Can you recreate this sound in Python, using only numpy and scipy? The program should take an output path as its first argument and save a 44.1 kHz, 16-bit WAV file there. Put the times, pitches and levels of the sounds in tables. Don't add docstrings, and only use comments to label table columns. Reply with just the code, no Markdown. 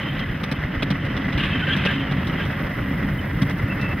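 import sys
import numpy as np
from scipy import signal
from scipy.fft import rfft, irfft
from scipy.io import wavfile

SR = 44100
rng = np.random.default_rng(int(sys.argv[2]) if len(sys.argv) > 2 else 0)


def master(y):
    cut = np.clip(np.atleast_2d(y).T, -1, 1)
    pcm = np.round(cut * 32767)
    wavfile.write(sys.argv[1], SR, pcm.astype(np.int16))


N = 176400
TIME = np.arange(N) / SR
FREQS = np.maximum(np.arange(N // 2 + 1) * SR / N, 1)


def from_db(db):
    return 10 ** (np.asarray(db) / 20)


def unit_level(x):
    return x / np.sqrt(np.mean(x ** 2) + 1e-20)


def over_time(points):
    return np.interp(TIME, *np.transpose(points))


def over_pitch(points):
    hz, db = np.transpose(points)
    return np.interp(np.log(FREQS), np.log(hz), db)


def drift(hz):
    return unit_level(irfft(rfft(rng.standard_normal(N)) / (1 + (FREQS / hz) ** 2), N))


def clicks(times, db):
    out = np.zeros(N)
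    out[np.clip((times * SR).astype(int), 0, N - 1)] = from_db(db)
    return out


def random_clicks(per_s):
    return rng.random(N) < per_s / SR


def ring(blows, hz, ring_s):
    fade, turn = from_db(-60 / (ring_s * SR)), 2 * np.pi * hz / SR
    return signal.lfilter([0, np.sin(turn)], [1, -2 * fade * np.cos(turn), fade * fade], blows + 1e-18)


def soften(x, hz):
    return signal.sosfilt(signal.butter(2, hz, fs=SR, output="sos"), x)


def tones(rows, waver, rough_db, glide=0):
    out = np.zeros(N)
    for start, length, hz, db in rows:
        progress = np.clip((TIME - start) / length, 0, 1)
        swell = np.sqrt(np.abs(np.sin(np.pi * progress)))
        bend = waver * drift(121) + glide * rng.choice([-1, 1]) * (progress - .5)
        phase = 2 * np.pi * np.cumsum(hz * (1 + bend)) / SR
        out += from_db(db + rough_db * drift(100)) * swell * np.sqrt(2) * np.sin(phase)
    return out


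# f/Hz, side minus middle/dB
STEREO_WIDTH = [(60, -67), (140, -40), (270, -20.5), (400, -12.5), (560, -3), (800, -6), (1300, -9.5),
                (2000, -14), (3200, -14.5), (4400, -1.5), (6000, 7), (8300, 7.5), (10300, -7), (14000, 0.5)]
# f/Hz, left minus right/dB
STEREO_BALANCE = [(200, 0), (560, -2), (2400, -0.9), (8000, 0.5), (14000, -1.5)]

def noise(colour, peaks=()):
    db = over_pitch(colour) + sum(lift / (1 + (2 * (FREQS - hz) / width) ** 2) for hz, width, lift in peaks)
    middle, side = rfft(rng.standard_normal((2, N)))
    left_right = np.array([[1], [-1]])
    stereo = middle + left_right * side * from_db(over_pitch(STEREO_WIDTH))
    lean_db = left_right * over_pitch(STEREO_BALANCE) / 2
    return unit_level(irfft(stereo * from_db(db + lean_db), N))


# t/s, level/dB
BUSH_LEVEL = [(0, -59.5), (1.3, -64), (2.05, -60.5), (2.45, -55.5), (3.2, -53.5), (4, -56)]
# f/Hz, level/dB
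BUSH_COLOUR = [(5000, -20), (7000, -7), (8500, -4), (9600, 1), (11500, 11), (16000, 7)]

def bushes(flutter_db):
    return from_db(over_time(BUSH_LEVEL) + flutter_db * drift(60)) * noise(BUSH_COLOUR)


# f/Hz, level/dB
GRIT_COLOUR = [(1500, 1), (4000, 10), (5700, 10.5), (6900, -12.5), (8600, 2), (16000, -4.5)]

def grit(per_s, peak_db, fade_s):
    sizes = from_db(peak_db - 1.5 * np.minimum(rng.exponential(1, N), 3))
    cracks = sizes * random_clicks(per_s)
    bursts = signal.lfilter([1], [1, -np.exp(-1 / (fade_s * SR))], cracks + 1e-18)
    return bursts * noise(GRIT_COLOUR)


# t/s, length/s, f/Hz, level/dB
BODY_HUMS = [(.685, 0.029, 180, -22), (1.175, .055, 265, -26.5), (1.92, 0.14, 276, -28),
             (2.96, .21, 198, -29.5)]

def hums():
    return tones(BODY_HUMS, waver=0.014, rough_db=0.5)


# t/s, level/dB
SHAKE_LEVEL = [(0, -28), (.45, -29), (.7, -27.5), (1.03, -27.5), (1.45, -24), (1.8, -26), (2.2, -25),
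               (2.72, -27.5), (2.87, -24.5), (3.12, -24), (3.27, -27.5), (3.42, -24.5), (4, -26)]
# f/Hz, level/dB
SHAKE_COLOUR = [(20, -46), (27, -21), (37, -3.5), (60, -7), (85, -2), (145, 0), (200, -2.5), (235, -6.5),
                (275, -5.5), (330, -13), (450, -24), (800, -31.5), (2000, -68.5)]
# f/Hz, level/dB, ring time/s
BODY_NOTES = [(142.3, -2, 0.3), (194.5, 3, 0.1), (273.6, -3.5, 0.22)]

def rumble(flutter_db, knocks_per_s, knock_db):
    knocks = random_clicks(knocks_per_s) * rng.uniform(0.49, 1, N)
    body = sum(from_db(db) * ring(knocks * rng.choice([-1, 1], N), hz, ring_s)
               for hz, db, ring_s in BODY_NOTES)
    level = from_db(over_time(SHAKE_LEVEL) + flutter_db * drift(23))
    return level * (noise(SHAKE_COLOUR) + from_db(knock_db) * unit_level(body))


# t/s, level/dB
TRACK_BUMPS = [(0.298, -8.5), (0.586, -12), (0.644, -7.5), (0.77, -7.5), (1.349, -7), (2.633, -10),
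               (2.811, -9.5), (3.352, -7.5), (3.636, -6)]

def jolts():
    bumps = clicks(*np.transpose(TRACK_BUMPS))
    return soften(ring(bumps, hz=111, ring_s=0.03), hz=248)


# t/s, level/dB
ROLLING_LEVEL = [(0, -32.5), (.7, -32), (1.8, -30), (2.7, -31.5), (3.3, -32), (4, -31)]
# f/Hz, level/dB
ROLLING_COLOUR = [(200, 7), (420, 3), (850, 0), (1300, 4), (1800, 4), (2350, -3.5), (2900, -6), (3600, -15),
                  (4400, -23.5), (5600, -28.5), (6800, -56), (9000, -41.5), (16000, -35.5)]
# f/Hz, width/Hz, boost/dB
WHEEL_PEAKS = [(556, 85, 5.5), (1999, 245, 9), (5020, 200, 8.5), (5920, 230, 8.5)]

def rolling(flutter_db, sing_db, pulse_db):
    pulses = from_db(sing_db + pulse_db * drift(27))
    note = unit_level(ring(rng.standard_normal(N), hz=2021, ring_s=0.073))
    level = from_db(over_time(ROLLING_LEVEL) + flutter_db * drift(32))
    return level * (noise(ROLLING_COLOUR, WHEEL_PEAKS) + pulses * note)


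# t/s, level/dB
SCRAPE_LEVEL = [(0, -34.5), (.2, -39.5), (.3, -42.5), (.75, -43.5), (1.1, -40.5), (1.36, -39.5),
                (1.39, -27.5), (1.47, -27), (1.505, -30.5), (1.535, -30), (1.595, -32), (1.72, -29),
                (1.81, -33), (1.87, -24.5), (1.97, -34), (2.08, -39.5), (2.33, -39), (2.4, -35),
                (2.65, -45), (4, -50)]
# f/Hz, level/dB
RUB_COLOUR = [(300, -18), (900, -21), (1500, -1), (2300, 0.5), (3250, 0.5), (3800, -7), (4500, -23),
              (5600, -31), (6800, -44), (9000, -37.5), (16000, -41)]
# f/Hz, level/dB, ring time/s
RIM_NOTES = [(1160, -11, 0.055), (1574, -7.5, 0.07), (1728, -3, 0.029), (2180, -11, 0.042),
             (2616, -4, 0.026), (2850, -4, 0.038), (3070, -3, 0.08), (3314, -9, 0.043)]

def scrape(slips_per_s, ring_db, rub_db, rough_db, wander_db):
    notes = 0
    for hz, db, ring_s in RIM_NOTES:
        slips = random_clicks(slips_per_s) * rng.choice([-1, 1], N)
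        slips = slips * from_db(3 * rng.standard_normal(N))
        note_level = from_db(db + wander_db * np.tanh(drift(37)))
        notes = notes + note_level * unit_level(ring(slips, hz, ring_s))
    ringing = from_db(ring_db) * unit_level(soften(notes, hz=4030))
    rubbing = from_db(rub_db) * noise(RUB_COLOUR)
    return from_db(over_time(SCRAPE_LEVEL) + rough_db * drift(57)) * (rubbing + ringing)


# t/s, length/s, f/Hz, level/dB
RIM_SQUEALS = [(0.05, 0.081, 3100, -39), (0.189, 0.055, 3180, -40), (1.515, 0.028, 2635, -30.5),
               (1.522, 0.058, 3113, -32.5), (1.617, 0.033, 1495, -28), (1.625, 0.021, 3120, -32),
               (1.674, 0.044, 1582, -26), (1.698, 0.04, 3120, -27.5), (1.722, 0.026, 3250, -27),
               (1.772, 0.043, 2570, -33.5), (1.865, .045, 1597, -28.5), (1.9, 0.17, 3060, -39.5),
               (2.38, 0.064, 3120, -37), (2.385, 0.051, 1610, -35.5), (3.182, 0.023, 3050, -38),
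               (3.692, 0.05, 2672, -35), (3.79, 0.11, 2640, -36), (3.9, 0.042, 2670, -34.5)]

def squeals():
    return tones(RIM_SQUEALS, waver=0.0112, rough_db=2.5, glide=0.01)


# t/s, clack/dB, thud/dB, snap/dB
JOINT_HITS = [(.191, -28.5, -25.5, -50), (0.434, -26, -30, -40.5), (.514, -21.5, -22, -36),
              (0.823, -19.5, -22, -40.5), (.903, -21.5, -16.5, -40.5), (1.051, -33, -40, -46),
              (1.166, -23.5, -31, -45.5), (1.326, -29, -38, -51), (1.377, -22.5, -28, -41),
              (1.765, -24, -22, -38), (1.851, -20.5, -19.5, -41), (2.112, -26.5, -28, -47),
              (2.27, -28, -29, -43), (2.452, -35.5, -41, -45), (3.417, -28.5, -15, -40),
              (3.497, -30.5, -27, -39.5), (3.584, -41, -33, -46), (3.813, -31, -24, -42)]
# f/Hz, level/dB
CLACK_COLOUR = [(200, 8.5), (550, 8.5), (900, 3.5), (2200, 3.5), (2700, 4.5), (3500, 0.5), (4000, -4),
                (4500, -12), (5700, -17), (6800, -58), (16000, -53)]
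# f/Hz, level/dB, ring time/s
STEEL_NOTES = [(1150, -14.5, 0.053), (1670, -21, 0.05), (2130, -11, 0.05), (3170, -17, 0.06),
               (3460, -6.5, 0.025), (3960, -13, 0.045)]

def joints(vary_db, detune, bounces=3, gap_s=0.0055, loss_db_per_s=550, rise_s=0.0005, fade_s=0.0052):
    times, clack_db, thud_db, snap_db = np.transpose(JOINT_HITS)
    gaps = gap_s * rng.uniform(.5, 2, (len(times), bounces))
    delays = np.cumsum(gaps, axis=1) - gaps[:, :1]
    touches = times[:, None] + delays
    touch_db = -loss_db_per_s * delays + vary_db * rng.standard_normal(delays.shape) * (delays > 0)
    burst = (1 - np.exp(-TIME / rise_s)) * np.exp(-TIME / fade_s)
    crack = steel = 0
    for db, colour in ((clack_db, CLACK_COLOUR), (snap_db, GRIT_COLOUR)):
        blows = clicks(touches, db[:, None] + touch_db)
        crack = crack + signal.fftconvolve(blows, burst)[:N] * noise(colour)
    for when, strength_db in zip(touches, clack_db[:, None] + touch_db):
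        blows = clicks(when, strength_db)
        tuning = 1 + detune * rng.standard_normal()
        for k, (hz, db, ring_s) in enumerate(STEEL_NOTES):
            steel = steel + from_db(db) * ring(blows, hz * tuning, ring_s) * (-1) ** k
    thud = sum(ring(clicks(times, thud_db + db), hz, ring_s) * (-1) ** k
               for k, (hz, db, ring_s) in enumerate(BODY_NOTES))
    return crack + soften(steel, hz=4460) + thud


def scene():
    background = bushes(flutter_db=2) + grit(per_s=81, peak_db=-58, fade_s=0.0043)
    car = hums() + rumble(flutter_db=1.4, knocks_per_s=35, knock_db=-8) + jolts()
    wheels = rolling(flutter_db=1.98, sing_db=-16, pulse_db=3)
    rims = scrape(slips_per_s=180, ring_db=-2, rub_db=-3.5, rough_db=2, wander_db=4.5) + squeals()
    return background + car + wheels + rims + joints(vary_db=3, detune=0.026)


def record(dry):
    trimmed = signal.sosfilt(signal.butter(4, 31, "high", fs=SR, output="sos"), dry)
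    return signal.sosfilt(signal.ellip(12, .1, 80, 15750, fs=SR, output="sos"), trimmed)


dry = scene()
out = record(dry)
master(out)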